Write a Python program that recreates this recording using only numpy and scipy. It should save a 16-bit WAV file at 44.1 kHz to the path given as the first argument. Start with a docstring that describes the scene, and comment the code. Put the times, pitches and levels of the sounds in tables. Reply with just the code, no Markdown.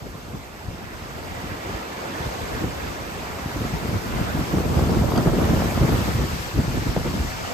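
"""Surf and wind at a sea wall

Surf runs in along a sea wall, breaks on a boulder and drains away as fizzing foam.
Clouds of bubbles roar and hiss, single ones ring out, and three drops of spray tap the microphone.
Swirls of air (eddies) thump its two openings (ports), lightly at first, then in a long gust."""
import sys
import numpy as np
from scipy import signal
from scipy.fft import rfft, irfft
from scipy.io import wavfile
from scipy.ndimage import uniform_filter1d

SR = 44100
rng = np.random.default_rng(int(sys.argv[2]) if len(sys.argv) > 2 else 0)


def log_audio(samples):
    """Write samples as a 16-bit WAV file to the path given in sys.argv[1]."""
    # one column per channel
    frames = np.atleast_2d(samples).T
    # limit to full scale, then quantise
    limited = np.clip(frames, -1, 1)
    pcm = np.round(limited * 32767).astype(np.int16)
    wavfile.write(sys.argv[1], SR, pcm)


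N = 332073

# The tone of the surf, from bass to treble: pitch_hz, level_db
SURF_TONE = [(120, -4), (280, -2), (500, -3), (800, -2.5), (1200, -5), (1700, -6), (2400, -10.5),
             (3300, -14), (4300, -16.5), (5400, -17), (7200, -22), (8500, -22.5), (10000, -18.5),
             (11400, -20.5), (13000, -25), (15500, -28.5)]
# The steady wash of water between breaking waves: time_s, level_db
STEADY_WASH = [(0, -47), (.5, -46), (1.25, -41.5), (2.1, -38), (4.5, -38), (6.2, -37.5), (6.45, -37.5),
               (7.53, -36.5)]
# Deep water by the wall gives way to thin foam on the sand: time_s, roar_db, fizz_db, mist_db
SHORE_MIX = [(0, 3, 3.5, -2.5), (2.0, 2.5, -0.7, -4.5), (4.2, 1.2, 1.8, -2.2), (5.2, 9, 3, -1),
             (6.0, -4.5, 2.5, -1.7), (6.5, -5.5, 4, -4.5), (7.3, -2, 4, -4.5), (7.53, 6, 2, -7.5)]
# Waves burst on the rocks and change each part of the water's sound:
# peak_s, surge_db, rise_s, fall_s, fizz_db, ringing_db, splash_db
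WAVES = [(.8, -1.4, .13, .35, -0.5, -6, 5.5), (1.42, 1.4, 0.096, 0.41, 1.1, 2, 1),
         (2.25, 2, 0.17, 0.34, 2.5, 4, -1.7), (3.3, 0.4, 0.23, 0.22, -0.5, 2, -1),
         (4.19, 1.5, .07, 0.19, .3, 3, 5), (4.85, -1.5, 0.087, 0.18, 1, 4, 4),
         (5.52, 2, 0.11, 0.28, 1.5, -1, .5), (5.92, 4.5, 0.16, 0.33, 3, -4, -2.5),
         (7.42, -2, .17, .3, 1.5, 0, 6)]
# How alike the surf is at the two ports (1 means the same): pitch_hz, likeness
SURF_LIKENESS = [(200, 0.9), (400, 0.6), (750, 0.29), (1200, 0.16), (1700, 0.58), (2500, 0.39), (3500, .04),
                 (4500, 0.26), (5200, 0.069), (6750, 0.41), (7750, 1), (8700, 1)]
# Which side the surf is louder on: pitch_hz, left_minus_right_db
SURF_PAN = [(300, 2), (750, -.5), (1400, -2.5), (2100, -3), (3000, 0.4), (4100, 1), (5400, 8), (6300, 5),
            (7200, -2.3), (10000, 0.5)]
# The microphone turns right, so the roar passes from right to left:
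# time_s, right_delay_s, left_minus_right_db, likeness_gain
MIC_TURN = [(0, -0.00012, -1.7, 1.13), (2.9, -.0005, -1.5, 1.14), (4.1, 0.00049, 0, 0.85),
            (5.8, .0003, 0.7, 0.9), (6.7, .0003, 2, 1.04), (7.53, 0.0016, 1.7, 1.7)]
# Foam reaches the left port first; the finest hiss reaches both together: pitch_hz, right_delay_s
FOAM_DELAY = [(1900, .00036), (2400, .00042), (3300, .00042), (4400, .000465), (6200, .00047), (6600, 0)]
# The tone of the wind's rumble: pitch_hz, level_db
WIND_TONE = [(25, -5), (36, -12), (52, 0), (90, 2), (130, -1.5), (200, -3), (300, -7.5), (500, -12.5),
             (800, -19.5), (1200, -23.5), (2000, -44), (4000, -46)]
# How strong the wind is at the ports: time_s, level_db
WIND_STRENGTH = [(0, -38), (.2, -41.5), (.35, -42), (.45, -44), (.6, -45), (.72, -40.5), (1.5, -37),
                 (1.6, -46), (1.72, -37), (1.83, -48), (2.1, -47), (2.55, -32.5), (2.7, -34.5),
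                 (3.1, -38.5), (3.42, -37), (3.62, -38), (3.95, -28.5), (4.06, -33), (4.14, -25.5),
                 (4.4, -31.5), (4.48, -37), (4.55, -26.5), (4.68, -24), (4.78, -21.5), (5.0, -21.5),
                 (5.06, -25.5), (5.17, -20.5), (5.55, -20.5), (5.72, -26.5), (5.89, -18.5), (6.1, -26),
                 (6.28, -25.5), (6.49, -37.5), (6.6, -30), (6.93, -27.5), (7.22, -27.5), (7.31, -36),
                 (7.53, -37.5)]
# Single eddies that hit the ports: peak_s, level_db, pitch_hz, length_s
EDDIES = [(0.064, -25, 230, 0.0075), (0.154, -30, 250, .0025), (0.281, -31.5, 200, .004),
          (0.344, -30.5, 171, 0.025), (0.685, -28.5, 89, 0.015), (0.712, -31, 270, .004),
          (0.748, -30, 190, 0.0056), (0.791, -35, 180, 0.0045), (1.439, -31, 230, 0.012),
          (1.519, -28.5, 170, .01), (1.698, -27, 247, 0.0074), (1.748, -29.5, 140, 0.013),
          (2.206, -28.5, 140, .008), (2.268, -21, 128, 0.0068), (2.621, -24, 191, .012),
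          (2.643, -18, 227, 0.0089), (2.869, -30.5, 90, .018), (3.461, -22.5, 207, 0.0027),
          (3.563, -20, 190, 0.006), (3.618, -21.5, 159, 0.012), (3.651, -23.5, 221, 0.0093),
          (3.737, -21, 105, .012), (3.89, -21.5, 120, 0.0087), (3.942, -22, 121, 0.016),
          (4.213, -19, 115, 0.0086), (4.352, -22, 170, 0.011), (4.396, -23, 174, 0.028),
          (4.541, -16, 210, 0.0093), (4.573, -16.5, 180, 0.0034), (4.584, -17.5, 520, 0.0022),
          (4.659, -14, 150, .004), (4.767, -14.5, 148, 0.008), (4.794, -19, 470, 0.0023),
          (4.825, -14.5, 160, 0.0076), (4.946, -18, 175, 0.006), (4.969, -15.5, 198, 0.011),
          (5.013, -15.5, 160, 0.0093), (5.038, -17, 250, 0.0095), (5.121, -17, 620, 0.0011),
          (5.178, -19, 155, 0.0065), (5.198, -18.5, 238, 0.0056), (5.262, -12, 224, 0.0036),
          (5.272, -14, 480, 0.0022), (5.286, -18, 195, 0.0037), (5.361, -25, 129, 0.004),
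          (5.387, -12.5, 219, 0.0038), (5.44, -22, 140, 0.003), (5.507, -17, 135, 0.0062),
          (5.533, -15, 170, .006), (5.56, -10.5, 322, 0.0018), (5.622, -17.5, 520, 0.0016),
          (5.656, -17, 190, 0.007), (5.777, -16, 377, 0.0026), (5.814, -10.5, 150, 0.0044),
          (5.839, -18, 172, .007), (6.15, -18.5, 95, .014), (6.185, -21, 105, 0.01),
          (6.241, -24, 220, 0.013), (6.572, -16.5, 138, 0.0036), (6.591, -16.5, 180, 0.021),
          (6.68, -16, 90, 0.0064), (6.775, -19.5, 125, 0.014), (6.887, -14, 80, 0.0069),
          (6.965, -15, 450, .0016), (6.971, -15.5, 170, .004), (7.061, -20.5, 290, 0.0087),
          (7.141, -24, 190, .003), (7.203, -20, 149, 0.0076), (7.243, -18, 90, 0.0082)]
# Drops hit the microphone's case, each on its own spot: start_s, level_db, hardness_hz, pitch_ratio
SPRAY_DROPS = [(4.906, -32, 5600, 1.2), (5.161, -27, 5200, 1.03), (5.177, -25.5, 8000, 1.01)]
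# The notes the case rings with, and their time to fade by 60 dB: pitch_hz, level_db, ring_s
CASE_NOTES = [(3220, -8.5, 0.013), (4580, -4.5, 0.029), (6160, -10, 0.039), (8100, 2, 0.007)]
# The left channel slips behind the right in the treble: pitch_hz, delay_cycles
LEFT_DELAY = [(7100, 0), (8300, .16), (8900, .27), (9300, .5), (10800, .5), (11200, .67), (12000, .87),
              (12600, 1)]

ROAR_TOP_HZ = 1400  # below this the surf comes from the roar's direction, above it from the foam's
FOAM_LAG_S, MIST_PER_FOAM = 0.047, 0.04  # foam follows a wave this late and throws up a little mist
WAKE_DB, WAKE_S = -13.5, 0.053  # rough air around an eddy: relative level, rise and fall time
USUAL_EDDY_S = 0.0089  # WAKE_DB holds at this length; longer eddies stir up more air
NOTCH_HZ, NOTCH_Q, CUTOFF_HZ = 5460, 70, 15400  # the microphone's narrow dip and its upper limit


def surf(wash_db, fizz_db, roar_db, splash_db, mist_db, level_db, patchy_db, churn_db):
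    """Countless bubbles blur into noise: low roar, splash in the middle, high fizz, mist on top."""
    out, churn, turn = 0, drift(3.2), in_time(MIC_TURN)
    edges_hz = np.concatenate([np.geomspace(70, 700, 7)[:-1], np.geomspace(700, 16500, 24)])
    for hz, pair in noise_bands(SURF_TONE, edges_hz):
        # how much this band belongs to each part of the sound
        roar = at_hz([(600, 0.68), (1600, 0.036)], hz)
        splash = at_hz([(1200, 0.2), (2000, 0.51), (2600, 0.52), (3600, 0.15), (5000, 0.076)], hz)
        fizz = at_hz([(2200, 0.014), (5000, 0.84)], hz)
        mist = at_hz([(6500, 0.17), (11000, 1)], hz)
        tone_db = roar * roar_db + splash * splash_db + fizz * fizz_db + mist * mist_db
        # few big bubble clouds sound at once, so the roar wavers more than the foam
        waver_db = patchy_db * (1 - fizz / 2) * drift(21.5) + churn_db * churn
        out = out + from_db(level_db + wash_db + tone_db + waver_db) * surf_at_ports(pair, hz, turn)
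    return out


def breaking_waves():
    """Each wave shifts the level (dB) of the wash, bubbles and splash, and a moment later the foam."""
    surge_db = ringing_db = splash_db = foam_db = 0
    for peak_s, wave_db, rise_s, fall_s, fizz_db, bubbles_db, spatter_db in WAVES:
        burst = bump(peak_s, rise_s, fall_s)
        surge_db += wave_db * burst
        ringing_db += bubbles_db * burst
        splash_db += spatter_db * burst
        foam_db += fizz_db * bump(peak_s + FOAM_LAG_S, rise_s, fall_s)
    return surge_db, ringing_db, splash_db, foam_db


def surf_at_ports(pair, hz, turn):
    """One band of surf reaches the two ports partly alike, later at one and louder at one."""
    roar_delay_s, pan_db, likeness_gain = turn
    turn_share = at_hz([(3300, 0.78), (5000, 0.3), (7000, 0.081)], hz)
    left, right = stereo(pair, at_hz(SURF_LIKENESS, hz) * (1 + turn_share * (likeness_gain - 1)))
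    delay_s = roar_delay_s if hz < ROAR_TOP_HZ else at_hz(FOAM_DELAY, hz)
    samples = np.arange(N)
    delayed_right = np.interp(samples - delay_s * SR, samples, right)
    lean_left = from_db((at_hz(SURF_PAN, hz) + turn_share * pan_db) / 2)
    return np.array([left * lean_left, delayed_right / lean_left])


def bubbles(wash_db, per_s, spread_db, cycles, octave_db, level_db, pitches=26):
    """Nearby bubbles ring briefly, each with its own strength and place; higher ones are weaker."""
    out = np.zeros((2, N))
    for hz in np.geomspace(500, 6000, pitches):
        starts = np.flatnonzero(rng.random(N) < per_s / pitches / SR)
        size, sign, place = rng.random((2048, 3))[:len(starts)].T
        strength = from_db(spread_db * np.minimum(-np.log(size), 4)) * np.sign(sign - 0.5)
        clicks = np.zeros((2, N))
        clicks[:, starts] = strength * [np.cos(place * np.pi), np.sin(place * np.pi)]
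        out += from_db(octave_db * np.log2(hz)) * ring(clicks, hz, cycles / hz)
    return from_db(wash_db + level_db) * rms_one(out)


def wind(gust_db, level_db, lump_db, flutter_db, patchy_db, alike_low, alike_high,
         brightening, strong_db, steady_s):
    """Rough air rumbles at the ports: a long gust sheds smaller eddies in short flurries."""
    out, lumps, flutter = 0, drift(16), drift(56)
    excess_db = uniform_filter1d(gust_db, size=SR // 3) - strong_db
    for hz, pair in noise_bands(WIND_TONE, np.geomspace(22, 4000, 16)):
        smallness = at_hz([(90, 0.048), (600, 0.98)], hz)
        flurry = from_db(lump_db * lumps + flutter_db * smallness * flutter + patchy_db * drift(18))
        flurry /= np.sqrt(uniform_filter1d(flurry ** 2, size=SR // 6))
        # stronger wind favours the small eddies, so it sounds brighter
        tilt = at_hz([(45, -1.4), (100, 0.24), (600, 1.2)], hz)
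        gain = from_db(tilt * brightening * excess_db) * flurry
        out = out + gain * stereo(pair, alike_low + smallness * (alike_high - alike_low))
    # over spans longer than steady_s, the gust sets the level
    power = uniform_filter1d(np.mean(out ** 2, axis=0), size=int(steady_s * SR))
    return from_db(gust_db + level_db) * out / np.sqrt(power)


def gusts():
    """The rumble's strength in dB: the wind plus the rough air that travels with each eddy."""
    wind_db, = in_time(WIND_STRENGTH)
    wake_power = 0
    for peak_s, level_db, _, length_s in EDDIES:
        strength = length_s / USUAL_EDDY_S * from_db(level_db + WAKE_DB)
        wake_power += (strength * bump(peak_s, WAKE_S, WAKE_S)) ** 2
    return 10 * np.log10(from_db(wind_db) ** 2 + wake_power)


def eddy_thumps(rough_db, width_ratio, alike, size=8192):
    """Each eddy is one swing of pressure at both ports inside a rough thud; the smallest ones pop."""
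    out = np.zeros((2, N + 2 * size))
    t = (np.arange(size) - size // 2) / SR
    for peak_s, level_db, hz, length_s in EDDIES:
        swell = np.exp(-np.abs(t) / length_s - (t / length_s / 4) ** 2)
        puff = rng.standard_normal((2, size)) * swell
        thud = stereo(band(puff, hz / width_ratio, hz * width_ratio), alike)
        # big, slow swirls carry most of the pressure, so soften the highs
        thud = signal.sosfilt(signal.butter(1, hz, fs=SR, output="sos"), thud)
        thud = rms_one(thud) * np.sqrt(np.mean(swell ** 2))
        # as the centre passes, the pressure goes one way and then the other
        passing = 2 * np.pi * hz * t
        swing = rng.choice([-1, 1]) * passing * np.exp(1 - np.abs(passing))
        start = round(peak_s * SR) + size // 2
        out[:, start:start + size] += from_db(level_db) * (swing + from_db(rough_db) * thud)
    return out[:, size:size + N]


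def spray_taps(level_db):
    """A drop makes the microphone's case ring briefly; a soft drop barely stirs the high notes."""
    out = np.zeros(N)
    for start_s, drop_db, hardness_hz, pitch_ratio in SPRAY_DROPS:
        tap = np.zeros(N)
        tap[round(start_s * SR)] = from_db(level_db + drop_db)
        for hz, note_db, ring_s in CASE_NOTES:
            strength = from_db(note_db) / (1 + (hz / hardness_hz) ** 6)
            out += strength * ring(tap, hz * pitch_ratio, ring_s)
    return out * from_db([[2], [-3]])  # louder on the left


def from_db(db):
    """Turn decibels into a number to multiply by."""
    return np.exp(np.asarray(db) * (np.log(10) / 20))


def rms_one(x):
    """Scale a signal so its average strength (rms) is 1."""
    return x / np.sqrt(np.mean(x ** 2) + 1e-20)


def in_time(rows):
    """Join a table's rows with straight lines: one curve for each column after time_s."""
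    times_s, *columns = np.transpose(rows)
    return [np.interp(np.arange(N) / SR, times_s, column) for column in columns]


def at_hz(points, hz):
    """Look up a value by pitch, with octaves evenly spaced."""
    pitches_hz, values = np.transpose(points)
    return np.interp(np.log(hz), np.log(pitches_hz), values)


def bump(peak_s, rise_s, fall_s):
    """A smooth rise to 1 at peak_s, then a smooth fall."""
    t = np.arange(N) / SR - peak_s
    width_s = np.where(t < 0, rise_s, fall_s)
    return np.exp(-np.minimum((t / width_s) ** 2, 50))


def drift(rate_hz):
    """A smooth random wobble, about 1 in size, that changes roughly rate_hz times a second."""
    step, warm_up = 40, 2000  # one point every 40 samples; the first points are thrown away
    decay = np.exp(-2 * np.pi * rate_hz * step / SR)
    noise = rng.standard_normal(N // step + warm_up + 2)
    slow = signal.lfilter([1], [1, -2 * decay, decay * decay], noise)[warm_up:]
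    return np.interp(np.arange(N) / step, np.arange(len(slow)), rms_one(slow))


def band(x, low_hz, high_hz):
    """Keep the sound between two pitches."""
    edges_hz = [low_hz, min(high_hz, 0.45 * SR)]
    return signal.sosfilt(signal.butter(2, edges_hz, "band", fs=SR, output="sos"), x)


def ring(clicks, hz, ring_s):
    """Each click starts a pure tone that fades by 60 dB in ring_s."""
    decay, angle = from_db(-60 / (ring_s * SR)), 2 * np.pi * hz / SR
    feedback = [1, -2 * decay * np.cos(angle), decay * decay]
    return signal.lfilter([0, np.sin(angle)], feedback, clicks + 1e-18)


def stereo(pair, alike):
    """Mix two unrelated signals into left and right: alike is 0 for unrelated, 1 for the same."""
    alike = np.clip(alike, -1, 1)
    return np.sqrt((1 + alike) / 2) * pair[0] + np.sqrt((1 - alike) / 2) * pair[1] * [[1], [-1]]


def noise_bands(tone, edges_hz):
    """Give each band's centre pitch and two unrelated noises, as loud as the tone table asks."""
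    white = rng.standard_normal((2, 2, N))
    centres_hz = np.sqrt(edges_hz[1:] * edges_hz[:-1])
    power = from_db(at_hz(tone, centres_hz)) ** 2 * np.diff(edges_hz)
    for k, hz in enumerate(centres_hz):
        pair = rms_one(band(white[k % 2], edges_hz[k], edges_hz[k + 1]))
        yield hz, np.sqrt(power[k] / power.sum()) * pair


def scene():
    """Water in front, wind and spray on the microphone itself."""
    steady_db, = in_time(STEADY_WASH)
    roar_db, fizz_db, mist_db = in_time(SHORE_MIX)
    surge_db, ringing_db, splash_db, foam_db = breaking_waves()
    wash_db = steady_db + surge_db
    fizz_db = fizz_db + foam_db - surge_db  # the fizz follows the foam more than the wave itself
    mist_db = mist_db + MIST_PER_FOAM * foam_db
    water = surf(wash_db, fizz_db, roar_db, splash_db, mist_db, level_db=6, patchy_db=1.77, churn_db=0.5)
    water += bubbles(wash_db + ringing_db, per_s=800, spread_db=5.5, cycles=20,
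                     octave_db=-3.5, level_db=-7.5)
    air = wind(gusts(), level_db=1, lump_db=2, flutter_db=3, patchy_db=1.5,
               alike_low=0.72, alike_high=0.5, brightening=0.26, strong_db=-24, steady_s=0.12)
    air += eddy_thumps(rough_db=-1.5, width_ratio=2.02, alike=0.83)
    return water + air + spray_taps(level_db=4.5)


def record(dry):
    """The microphone delays the left treble and cuts a narrow band, the deepest bass and the top."""
    pitches_hz = np.arange(N + 1) * SR / (2 * N)
    delay_cycles = np.interp(pitches_hz, *np.transpose(LEFT_DELAY))
    left = irfft(rfft(dry[0], 2 * N) * np.exp(-2j * np.pi * delay_cycles))[:N]
    notched = signal.lfilter(*signal.iirnotch(NOTCH_HZ, NOTCH_Q, fs=SR), [left, dry[1]])
    bass_cut = signal.sosfilt(signal.butter(4, 40, "high", fs=SR, output="sos"), notched)
    return signal.sosfilt(signal.ellip(12, 0.1, 80, CUTOFF_HZ, fs=SR, output="sos"), bass_cut)


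dry = scene()
out = record(dry)
log_audio(out)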